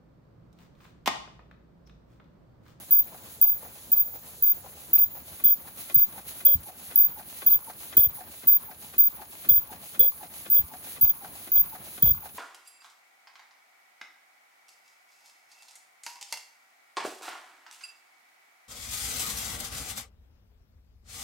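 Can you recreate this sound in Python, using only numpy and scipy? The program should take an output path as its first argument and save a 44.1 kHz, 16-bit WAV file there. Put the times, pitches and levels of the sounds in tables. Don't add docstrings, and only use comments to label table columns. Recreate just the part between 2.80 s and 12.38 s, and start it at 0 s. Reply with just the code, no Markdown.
import sys
import numpy as np
from scipy import signal
from scipy.fft import rfft, irfft
from scipy.io import wavfile
from scipy.ndimage import uniform_filter1d

SR = 44100
rng = np.random.default_rng(int(sys.argv[2]) if len(sys.argv) > 2 else 0)


def file_out(sig):
    cols = np.atleast_2d(sig).T
    lim = np.clip(cols, -1, 1)
    pcm = np.round(lim * 32767).astype(np.int16)
    wavfile.write(sys.argv[1], SR, pcm)


N = 422478
TIME, FREQ = np.arange(N) / SR, np.arange(N // 2 + 1) * SR / N + 1e-3
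FIRST_WELD_S, TURN_S, HORN_HZ = .1036, .5064, 14877
TURNS = np.arange(FIRST_WELD_S, N / SR, TURN_S)

# (time [s], whistle [dB], opening surge [dB], hall tail [dB], tones and sizzle [dB], snap [dB])
WELDS = [(0.107, -21, 8.5, -21, -68, -42), (0.6128, -21.5, 3, -22, -62, -51),
         (1.1167, -23, 2.5, -13, -58, -48), (1.622, -23, 3, -15, -49, -44),
         (2.1306, -21, -0.5, -22, -61, -46), (2.6377, -21, 4, -19, -69, -49),
         (3.142, -20.5, 3.5, -24, -43, -42), (3.6493, -20.5, 5.5, -27, -52, -36),
         (4.1564, -20.5, 0, -20, -45.5, -45), (4.6615, -21, 3, -21, -49, -41),
         (5.167, -20, 5, -19, -54, -36), (5.6704, -20.5, 3.5, -20, -43, -44),
         (6.1797, -21, 5.5, -13, -46, -43), (6.687, -20.5, 4, -17, -52, -35),
         (7.1916, -21, 5, -20, -61, -34), (7.699, -22, 3, -23, -51, -45), (8.21, -22, 2, -18, -59, -40),
         (8.717, -22, 5, -20, -59, -48), (9.222, -21.5, 2.5, -11, -42, -37)]
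# (time [s], half length [s], depth [0-1])
DIPS = [(0.118, 0.0088, 0.55), (0.663, 0.018, 0.54), (1.159, 0.016, 0.75), (2.177, 0.0096, .9),
        (3.173, 0.0031, 0.3), (4.167, .007, 0.66), (4.238, .014, 0.46), (4.693, .01, 0.57),
        (5.187, 0.0026, .65), (7.709, 0.014, 0.73), (8.268, .016, 0.54), (8.731, 0.014, .75),
        (9.24, .004, 0.6)]


def horn_whistle(works_db, hold_s=0.096, rise_s=0.0027, ring_s=0.0078, settle_s=0.042, sharp_hz=38,
                 surge_s=.016, surge_width_s=.017, early_s=.015, hall_s=0.09):
    out = np.zeros((2, N))
    t = np.arange(int(.35 * SR)) / SR
    attack = np.sin(np.pi / 2 * np.clip(t / rise_s, 0, 1)) ** 2
    envelope = attack * np.exp(-np.maximum(t - hold_s, 0) / ring_s)
    chatter, flutter = (walk(hz) + 1j * walk(hz) for hz in (620, 170))
    echo_gains = .27 * undb(-.17 * works_db)
    for (start, db, surge_db, hall_db, _, _), echo_gain in zip(WELDS, echo_gains):
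        span = np.minimum(int(start * SR) + np.arange(len(t)), N - 1)
        hz = HORN_HZ + 2 * rng.standard_normal() + sharp_hz * np.clip((t - hold_s) / ring_s, 0, 1)
        surge = undb(surge_db * np.exp(-((t - surge_s) / surge_width_s) ** 2))
        unrest = 1 + .27 * chatter[span] * np.exp(-t / settle_s) + .15 * flutter[span]
        horn = envelope * surge * unrest * np.exp(2j * np.pi * np.cumsum(hz) / SR)
        dips = [1 - depth * np.exp(-((start + t - s) / half) ** 2) for s, half, depth in DIPS]
        ducking = np.prod(dips, axis=0)
        echo_decay = np.exp(-t / early_s) + undb(hall_db) * np.exp(-t / hall_s)
        shared, left, right = rng.standard_normal((3, len(t))) * echo_decay
        lean_db = .5 * rng.standard_normal()
        for channel, own in enumerate((left, right)):
            paths = shared + 0.25 * own
            echo = signal.fftconvolve(horn, paths / np.linalg.norm(paths))[:len(t)]
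            port_phase = np.exp(1j * np.pi / 4 * (channel - .5) * (1.1 + rng.random()))
            heard = ducking * (horn + echo_gain * echo) * port_phase
            add(out[channel], start, unit(heard.real) * undb(db + lean_db * channel))
    return out


# (time after weld start [s], level [dB], rise [s], decay [s])
SNAP = [(.003, 6, 0.00086, 0.0068)]
# (frequency [Hz], width [Hz], level [dB])
HORN_TIP = [(3670, 690, -12), (11240, 1500, -12), (13800, 990, 3), (15300, 800, 1)]


def horn_snap():
    strokes = [(start, snap_db) for start, *_, snap_db in WELDS]
    return blows(strokes, SNAP, HORN_TIP, rattle_db=12, left_db=-3, slack_s=.0002)


# (frequency [Hz], level [dB])
HIGH_TONES = [(6750, -20), (10120, -9), (10980, 1), (11490, 3), (11700, -3), (12150, -21)]
# (frequency [Hz], width [Hz], level [dB])
SIZZLE = [(3500, 760, -5.5), (11000, 790, -20), (14800, 1000, 1)]


def tones_and_sizzle(length_s=0.091, edge_s=0.0027, sag_db_per_s=30, waver_db=4.5, drift_hz=14):
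    envelope = np.zeros(N)
    t = np.arange(int(length_s * SR)) / SR
    for start, *_, level_db, _ in WELDS:
        add(envelope, start, gate(t, length_s, edge_s) * undb(level_db - sag_db_per_s * t))
    tones = sum(undb(db + waver_db * walk(30)) * sine(hz + drift_hz * walk(23)) for hz, db in HIGH_TONES)
    return undb(-3.5) * envelope * unit(tones) + undb(-4) * stereo_noise(envelope, body(SIZZLE))


# (time [s], length [s], low tone [Hz], level [dB], roughness [0-1])
BUZZES = [(2.644, 0.017, 547, -47, 0.66), (2.664, .015, 580, -49, 0.37), (2.686, 0.028, 581, -50.5, 0.13),
          (3.656, 0.095, 575, -45, 0.16), (4.679, 0.0074, 404, -43, 0.6), (4.734, 0.024, 533, -49, 0.37),
          (5.17, 0.018, 483, -43.5, .8), (5.189, 0.02, 494, -44.5, 0.47), (5.227, 0.011, 540, -52, 0.2),
          (5.24, 0.032, 530, -49.5, 0.42), (6.692, .03, 510, -44.5, 0.3), (6.76, 0.031, 526, -55.5, .3),
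          (7.194, 0.03, 501, -39, 0.25), (7.219, 0.053, 528, -44.5, 0), (7.763, 0.037, 523, -47, 0.32),
          (8.293, 0.015, 534, -49.5, .4), (8.769, 0.015, 541, -45, 0.3), (9.223, 0.022, 525, -46, .7),
          (9.259, 0.047, 531, -47, 0.2), (9.302, 0.014, 570, -49, 0.7)]


def overload_buzz(edge_s=0.0033, waver_db=1.5, drift_hz=110, sag_db_per_s=66, fold_hz=3900):
    out = np.zeros(N)
    waver, drift, grit = undb(waver_db * walk(130)), drift_hz * walk(190), walk(1000)
    for start, length, hz, db, roughness in BUZZES:
        t = np.arange(int(length * SR)) / SR
        span = int(start * SR) + np.arange(len(t))
        envelope = gate(t, length, edge_s) * unit(waver[span]) * undb(db - sag_db_per_s * t)
        rasp = 1 + 0.41 * (.5 + roughness) * grit[span]
        partials = [(hz, 0), (hz - fold_hz, 0.2), (fold_hz, -17), (HORN_HZ - fold_hz, -6)]
        tones = sum(undb(tone_db) * sine(f + roughness * drift[span]) for f, tone_db in partials)
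        add(out, start, np.sqrt(2) * envelope * rasp * tones)
    return out


# (time [s], length [s], starting pitch [Hz], peak [dB])
THUMPS = [(.122, 0.017, 330, -45.5), (.628, 0.016, 296, -49), (1.134, 0.024, 262, -51),
          (1.638, .025, 263, -45.5), (2.144, 0.021, 298, -47), (2.649, 0.032, 370, -40),
          (3.156, 0.045, 360, -35.5), (3.749, 0.039, 107, -29.5), (3.784, 0.033, 90, -41.5),
          (4.673, 0.026, 374, -41), (4.756, .025, 100, -45), (5.171, 0.024, 547, -32),
          (5.185, 0.029, 115, -30.5), (5.268, 0.033, 101, -35), (6.703, 0.058, 292, -37.5),
          (6.772, 0.031, 132, -41.5), (7.196, 0.051, 312, -39.5), (7.795, 0.037, 151, -37),
          (7.834, 0.034, 110, -39.5), (8.227, 0.054, 226, -35.5), (8.767, 0.077, 190, -41),
          (9.229, 0.04, 305, -25), (9.261, 0.045, 96, -30), (9.307, 0.041, 116, -30),
          (9.367, 0.039, 109, -41)]


def overload_thump(end_hz=53.4, sink_s=0.0114, rumble_gain=0.27, rumble_hz=(38, 170)):
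    out = np.zeros(N)
    band = signal.butter(3, rumble_hz, "band", fs=SR, output="sos")
    churn = unit(signal.sosfilt(band, rng.standard_normal(N)))
    for start, length, from_hz, db in THUMPS:
        swing = np.linspace(0, 1, int(length * SR))
        hz = end_hz + (from_hz - end_hz) * np.exp(-swing * length / sink_s)
        add(out, start, undb(db) * np.sin(np.pi * swing ** 0.56) ** 2 * sine(hz))
        tail = np.linspace(0, 1, int(3.73 * len(swing)))
        rumble = np.sin(np.pi * tail ** 0.18) ** 2 * churn[int(start * SR):][:len(tail)]
        add(out, start, undb(db) * rumble_gain * rumble)
    return out


# (time [s], slide [dB], hit [dB])
LANDINGS = [(.341, -55, -50), (.847, -52, -49), (1.355, -56, -53), (1.861, -55, -53), (2.369, -59, -49),
            (2.872, -56, -44.5), (3.377, -51, -42.5), (3.885, -51, -46.5), (4.393, -46, -44.5),
            (4.897, -44.5, -41), (5.405, -46.5, -44), (5.9095, -46.5, -44.5), (6.416, -46, -42),
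            (6.921, -46.5, -43.5), (7.429, -48.5, -43), (7.936, -47.5, -43.5), (8.443, -48, -41.5),
            (8.949, -45, -42), (9.455, -46.5, -42.5)]
# (time after landing [s], level [dB])
TAPS = [(.001, -2), (.006, -7), (.015, -6.5)]
# (time after landing [s], level [dB], rise [s], decay [s])
CRUMPLE = [(-.015, -17.5, .005, 0.0035), (.004, -3.5, 0.003, 0.014)]
# (frequency [Hz], width [Hz], level [dB])
PAPER = [(741, 40, 2), (885, 88, -8), (1520, 180, -13.5), (1990, 200, -17), (2430, 120, -19)]
STOP = [(850, 460, -2), (1500, 1000, -3), (2400, 640, -8.5), (4200, 1100, -16)]


def paper_blank(note_hz=860, judder_hz=55, lead_s=0.012, swell_s=0.013, stop_s=0.0071):
    force = np.zeros(N)
    t = np.arange(-SR // 20, SR // 20) / SR
    swell = np.exp(-(t / np.where(t < 0, swell_s, stop_s)) ** 2)
    for start, slide_db, _ in LANDINGS:
        add(force, start - lead_s + t[0], undb(slide_db) * swell)
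    lean_left = undb([[1], [-1]])
    slide = force * unit(sine(note_hz + judder_hz * walk(260))) * lean_left
    strokes = [(start, hit_db) for start, _, hit_db in LANDINGS]
    taps = hits(strokes, TAPS, PAPER, left_db=-1, clatter=.45)
    return slide + taps + blows(strokes, CRUMPLE, STOP, rattle_db=2, left_db=-0.5, slack_s=0.00036)


# (time [s], level [dB])
CLAMPS = [(2.597, -45), (3.0966, -39), (3.603, -43), (4.1101, -42.5), (4.618, -38.5), (5.125, -38),
          (5.631, -43.5), (6.1374, -42), (6.645, -41.5), (7.1466, -42), (7.657, -41.5), (8.1647, -43),
          (8.673, -43), (9.176, -42.5)]
# (time after contact [s], level [dB], rise [s], decay [s])
CLAMP_SHAPE = [(.003, -4.5, 0.0093, 0.018)]
# (time after contact [s], level [dB])
WINGS = [(.002, -8.5), (.009, -10.5)]
# (frequency [Hz], width [Hz], level [dB])
STEEL = [(550, 144, 1), (794, 180, 0), (1123, 54, 6.5), (1480, 130, 5), (1730, 170, 0), (2052, 125, 4.5),
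         (2485, 78, 5.5), (3400, 730, -2), (7300, 540, -26)]


def clamp():
    rattle = blows(CLAMPS, CLAMP_SHAPE, STEEL, rattle_db=6, left_db=1, slack_s=0.0012)
    return rattle + hits(CLAMPS, WINGS, STEEL, left_db=0.5, clatter=0.98)


# (time [s], level [dB])
PRESSES = [(.147, -54), (.652, -47.5), (1.160, -46), (1.666, -42.5), (2.176, -40), (2.680, -47),
           (3.187, -40.5), (3.692, -48), (4.196, -45.5), (4.701, -40.5), (5.210, -45.5), (5.717, -55),
           (6.223, -48.5), (6.730, -46), (7.234, -45), (7.739, -40.5), (8.249, -39.5), (8.756, -41),
           (9.258, -39.5)]
# (time after contact [s], level [dB], rise [s], decay [s])
PRESS_SHAPE = [(.001, -2.5, 0.0062, 0.022)]
# (frequency [Hz], width [Hz], level [dB])
LEVERS = [(616, 98, 4.5), (832, 47, 9.5), (1140, 180, 0), (1520, 230, -3), (2490, 450, 1),
          (4150, 1040, -2.5), (7260, 2400, -5.5)]


def press():
    return blows(PRESSES, PRESS_SHAPE, LEVERS, rattle_db=0.5, left_db=-1.5, slack_s=.0008)


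# (time in turn [s], level [dB], rise [s], decay [s])
KNOCKS = [(0.234, -10, 0.0048, 0.036), (.273, -6.5, .0011, .008), (.346, -5.5, 0.0022, 0.026),
          (.373, -11, .001, 0.0076), (.412, -14, .001, .007)]


def cams(works_db, shielding=0.078):
    return undb(-44) * blows(zip(TURNS, shielding * works_db), KNOCKS, LEVERS, rattle_db=2.5, left_db=-2)


# (time in turn [s], level [dB])
CLICKS = [(.0405, -1), (.272, -10.5), (.344, -11), (.371, 0), (.412, -6)]
# (frequency [Hz], width [Hz], level [dB])
PAWL = [(656, 110, 0.5), (934, 180, 3), (1430, 290, -2.5), (2070, 370, 1), (2660, 300, 2), (4070, 630, -7),
        (6700, 2000, -18)]


def pawls(works_db, shielding=0.62):
    return undb(-53) * hits(zip(TURNS, shielding * works_db), CLICKS, PAWL, left_db=0.5, clatter=0.82)


# (time in turn [s], level [dB])
JERKS = [(.128, -0.5), (.143, -15.5)]
# (time in turn [s], level [dB], rise [s], decay [s])
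DRAGS = [(.130, -8, 0.001, 0.0086), (.145, -7.5, 0.0091, 0.041), (.162, -5, .005, .012),
         (.204, -5, 0.0035, 0.015)]
# (frequency [Hz], width [Hz], level [dB])
RAILS = [(830, 64, -2), (1070, 160, 2.5), (1466, 134, -2.5), (2330, 540, -8.5)]


def feed_chain(works_db, shielding=0.62):
    strokes = list(zip(TURNS, shielding * works_db))
    jerks = undb(-54) * hits(strokes, JERKS, RAILS, left_db=0.5, clatter=0.52)
    return jerks + undb(-48.5) * blows(strokes, DRAGS, RAILS, rattle_db=4, left_db=0)


# (time in turn [s], level [dB], rise [s], decay [s])
THUDS = [(-.040, -0.5, 0.0018, 0.0039), (-.022, 1.5, 0.0025, 0.0044), (0.016, -1, 0.0058, 0.0091),
         (0.042, -4.5, 0.002, 0.0063), (0.144, -9, .0015, 0.004), (.224, -4.5, 0.0034, 0.011),
         (.322, -5.5, .003, 0.0044), (.358, -10.5, 0.0028, 0.014)]
# (frequency [Hz], width [Hz], level [dB])
LOW_BODY = [(81.3, 41, -14), (177, 51, -2.5), (244, 36, 1.5), (326.7, 37, 1.5), (392, 116, -4.5)]


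def low_thuds(works_db, shielding=0.16):
    return undb(-46.5) * blows(zip(TURNS, shielding * works_db), THUDS, LOW_BODY, rattle_db=4, left_db=0)


# (time in turn [s], level [dB], rise [s], hold [s], release [s])
JET_VALVES = [(.18, -4.5, .005, 0.0018, .008), (.21, -5.5, 0.016, 0.022, 0.015),
              (.295, -0.5, 0.058, 0.082, 0.07)]
SUCTION_VALVE = [(.326, -1, 0.0051, 0.323, 0.005)]
# (frequency [Hz], spectral level [dB])
JET_HISS = [(400, -14), (1200, -11.5), (2200, -5.5), (4200, -4), (5300, -10), (6500, -4), (7600, -9.5),
            (9000, 2), (12500, 3), (15500, 0.5)]
SUCTION_HISS = [(1500, -21), (3000, -2), (4200, 1), (5300, -5.5), (6900, -2), (8000, 2.5), (9000, -19),
                (12000, -18)]


def pneumatics(jets_db, works_db, suction_shielding=0.037):
    jets = undb(-41) * valve_hiss(JET_VALVES, JET_HISS, jets_db)
    return jets + undb(-58) * valve_hiss(SUCTION_VALVE, SUCTION_HISS, suction_shielding * works_db)


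def valve_hiss(valves, spectrum, level_db, flutter_db=2, spit_db=1.2):
    flow = 0
    for opens, db, rise, hold, release in valves:
        since = (TIME - FIRST_WELD_S - opens) % TURN_S
        bleed = np.exp(-np.maximum(since - rise - hold, 0) / release)
        flow = flow + undb(db) * np.minimum(since / rise, 1) * bleed
    return stereo_noise(flow * undb(level_db + flutter_db * walk(30) + spit_db * walk(280)), eq(spectrum))


# (time in turn [s], level [dB], rise [s], decay [s])
BOOMS = [(.014, -6, .0015, .006), (0.044, -4, 0.0016, 0.0092), (.160, -6.5, 0.0029, 0.0055),
         (0.221, -0.5, 0.0022, 0.0058), (.238, -0.5, .0012, 0.017), (.346, -7.5, .002, 0.0091),
         (.368, -10.5, 0.0018, 0.0089)]
# (frequency [Hz], width [Hz], level [dB])
PANEL = [(509, 99, -0.5), (664, 57, 3), (1000, 160, -3.5)]


def cabinet_boom(cabinet_db):
    return undb(-55.5) * blows(zip(TURNS, cabinet_db), BOOMS, PANEL, rattle_db=2, left_db=-0.5)


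# (frequency [Hz], width [Hz], level [dB])
FAN_DRONE = [(75, 23, 3.5), (167, 91, -7), (520, 170, -9)]
# (frequency [Hz], spectral level [dB])
FAN_HISS = [(2000, -36), (3900, -0.5), (5300, -5.5), (6700, 4), (7800, 4), (9000, -25)]


def cabinet_fans(cabinet_db, waver_db=3):
    drone = stereo_noise(undb(cabinet_db + waver_db * walk(30)), body(FAN_DRONE))
    return undb(-68) * drone + undb(-69) * stereo_noise(undb(cabinet_db), eq(FAN_HISS))


# (frequency [Hz], spectral level [dB])
HALL_RUMBLE = [(22, -55), (40, -20), (72, 2), (120, -2), (200, -0.5), (430, -9), (700, -6), (1100, -9.5),
               (2000, -12.5), (4000, -16), (8000, -34), (15000, -10)]
NOZZLE_HISS = [(2000, -37), (4200, -4.5), (5300, -12), (6600, -4.5), (7700, -14), (9000, 6.5), (12000, 8),
               (14000, 7), (15700, 1)]


def factory(waver_db=3):
    hall = stereo_noise(undb(waver_db * walk(40)), eq(HALL_RUMBLE))
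    nozzles = stereo_noise(undb(waver_db * walk(26)), eq(NOZZLE_HISS))
    return undb(-51) * hall + undb(-49.5) * nozzles


def blows(strokes, pattern, modes, rattle_db, left_db, slack_s=0.002, scatter_db=0.6):
    power = np.zeros(N)
    t = np.arange(-SR // 20, SR // 5) / SR
    for start, level in strokes:
        for delay, db, rise, decay in pattern:
            late, hard = rng.standard_normal(2)
            envelope = np.exp(np.where(t < 0, t / rise, -t / decay)) * undb(level + db + scatter_db * hard)
            add(power, max(start + delay + slack_s * late + t[0], 0), envelope ** 2)
    rattle = unit(undb(rattle_db * np.tanh(walk(900))))
    return stereo_noise(np.sqrt(power) * rattle, body(modes), left_db)


def hits(strokes, pattern, modes, left_db, clatter, clatter_s=0.007, slack_s=.0005, scatter_db=1.1):
    drive = np.zeros((2, N))
    t = np.arange(SR // 25) / SR
    for start, level in strokes:
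        for delay, db in pattern:
            late, hard = rng.standard_normal(2)
            reflections = unit(rng.standard_normal((2, len(t))) * np.exp(-t / clatter_s))
            contact = clatter * reflections / np.sqrt(len(t))
            contact[0, 0] += 1
            gain = undb(level + db + scatter_db * hard) * np.sqrt(SR / 100)
            add(drive, start + delay + slack_s * late, contact * gain)
    return to_ports(drive, body(modes), left_db)


# (frequency [Hz], likeness [0-1])
LIKENESS = [(100, 0.81), (400, 0.97), (800, 0.78), (1600, 0), (2600, 0.37), (5000, 0), (6400, 0.56),
            (8400, 1), (15000, 1)]
# (frequency [Hz], left over right [dB])
BALANCE = [(100, 2.5), (300, -0.5), (700, 2.5), (1300, 4), (2200, 3.5), (3500, 1), (5700, -1.5), (8000, -1)]
# (frequency [Hz], lag [ms])
PORT_LAG = [(200, -.42), (500, .08), (1700, .18), (3000, .17), (6400, .156), (8600, .174), (11000, .182),
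            (15700, .191)]


def to_ports(drive, response, left_db):
    direct, scattered = rfft(drive) * response
    alike = over_freq(LIKENESS)
    direct, scattered = direct * np.sqrt((1 + alike) / 2), scattered * np.sqrt((1 - alike) / 2)
    lean = undb((over_freq(BALANCE) + left_db) / 2)
    lag = np.exp(-2j * np.pi * FREQ * over_freq(PORT_LAG) / 1000)
    return irfft(np.array([(direct + scattered) * lean * lag, (direct - scattered) / lean]), N)


def stereo_noise(envelope, response, left_db=0):
    return to_ports(envelope * rng.standard_normal((2, N)), response, left_db)


def body(modes):
    return unit(sum((-1) ** k * undb(db) / (1 + 1j * (FREQ ** 2 - hz ** 2) / (FREQ * width))
                    for k, (hz, width, db) in enumerate(modes)))


def eq(spectrum):
    return unit(undb(over_freq(spectrum)))


def over_freq(points):
    hz, value = np.transpose(points)
    return np.interp(np.log(FREQ), np.log(hz), value)


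def walk(rate_hz):
    k = int(SR / rate_hz)
    steps = np.repeat(rng.standard_normal(N // k + 1), k)
    return 1.16 * uniform_filter1d(uniform_filter1d(steps, k), k)[:N]


def sine(hz):
    return np.sin(2 * np.pi * np.cumsum(hz) / SR)


def gate(t, length_s, edge_s):
    return np.clip(np.minimum(t, length_s - t) / edge_s, 0, 1)


def add(out, start, sound):
    room = out[..., int(start * SR):][..., :sound.shape[-1]]
    room += sound[..., :room.shape[-1]]


def undb(db):
    return 10 ** (np.asarray(db) / 20)


def unit(x):
    return x / np.sqrt(np.mean(np.abs(x) ** 2))


# (time [s], works [dB], air jets [dB])
PERSPECTIVE = [(0, -22.5, -5.5), (1.7, -27.5, -9), (3.099, -6.5, 2), (3.699, -14, 0), (4.202, 0, -1.5),
               (5.052, -4, 1.5), (5.7, 0.5, -5), (7.198, -2, -1), (9.58, 5.5, -1)]


def scene():
    times, works, jets = np.transpose(PERSPECTIVE)
    works_db, jets_db = np.interp(TIME, times, works), np.interp(TIME, times, jets)
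    turn_db = np.interp(TURNS, times, works)
    cabinet_fade = -0.34
    forming = clamp() + press() + paper_blank()
    knocks = pawls(turn_db) + feed_chain(turn_db) + cams(turn_db) + low_thuds(turn_db)
    welding = horn_snap() + horn_whistle(turn_db) + tones_and_sizzle()
    air = pneumatics(jets_db, works_db)
    cabinet = cabinet_boom(cabinet_fade * turn_db) + cabinet_fans(cabinet_fade * works_db)
    overload = overload_buzz() + overload_thump()
    return welding + overload + forming + knocks + air + cabinet + factory()


def record(dry, top_hz=15800):
    return signal.sosfilt(signal.ellip(10, .1, 80, top_hz, fs=SR, output="sos"), dry)


dry = scene()
out = record(dry)
file_out(out)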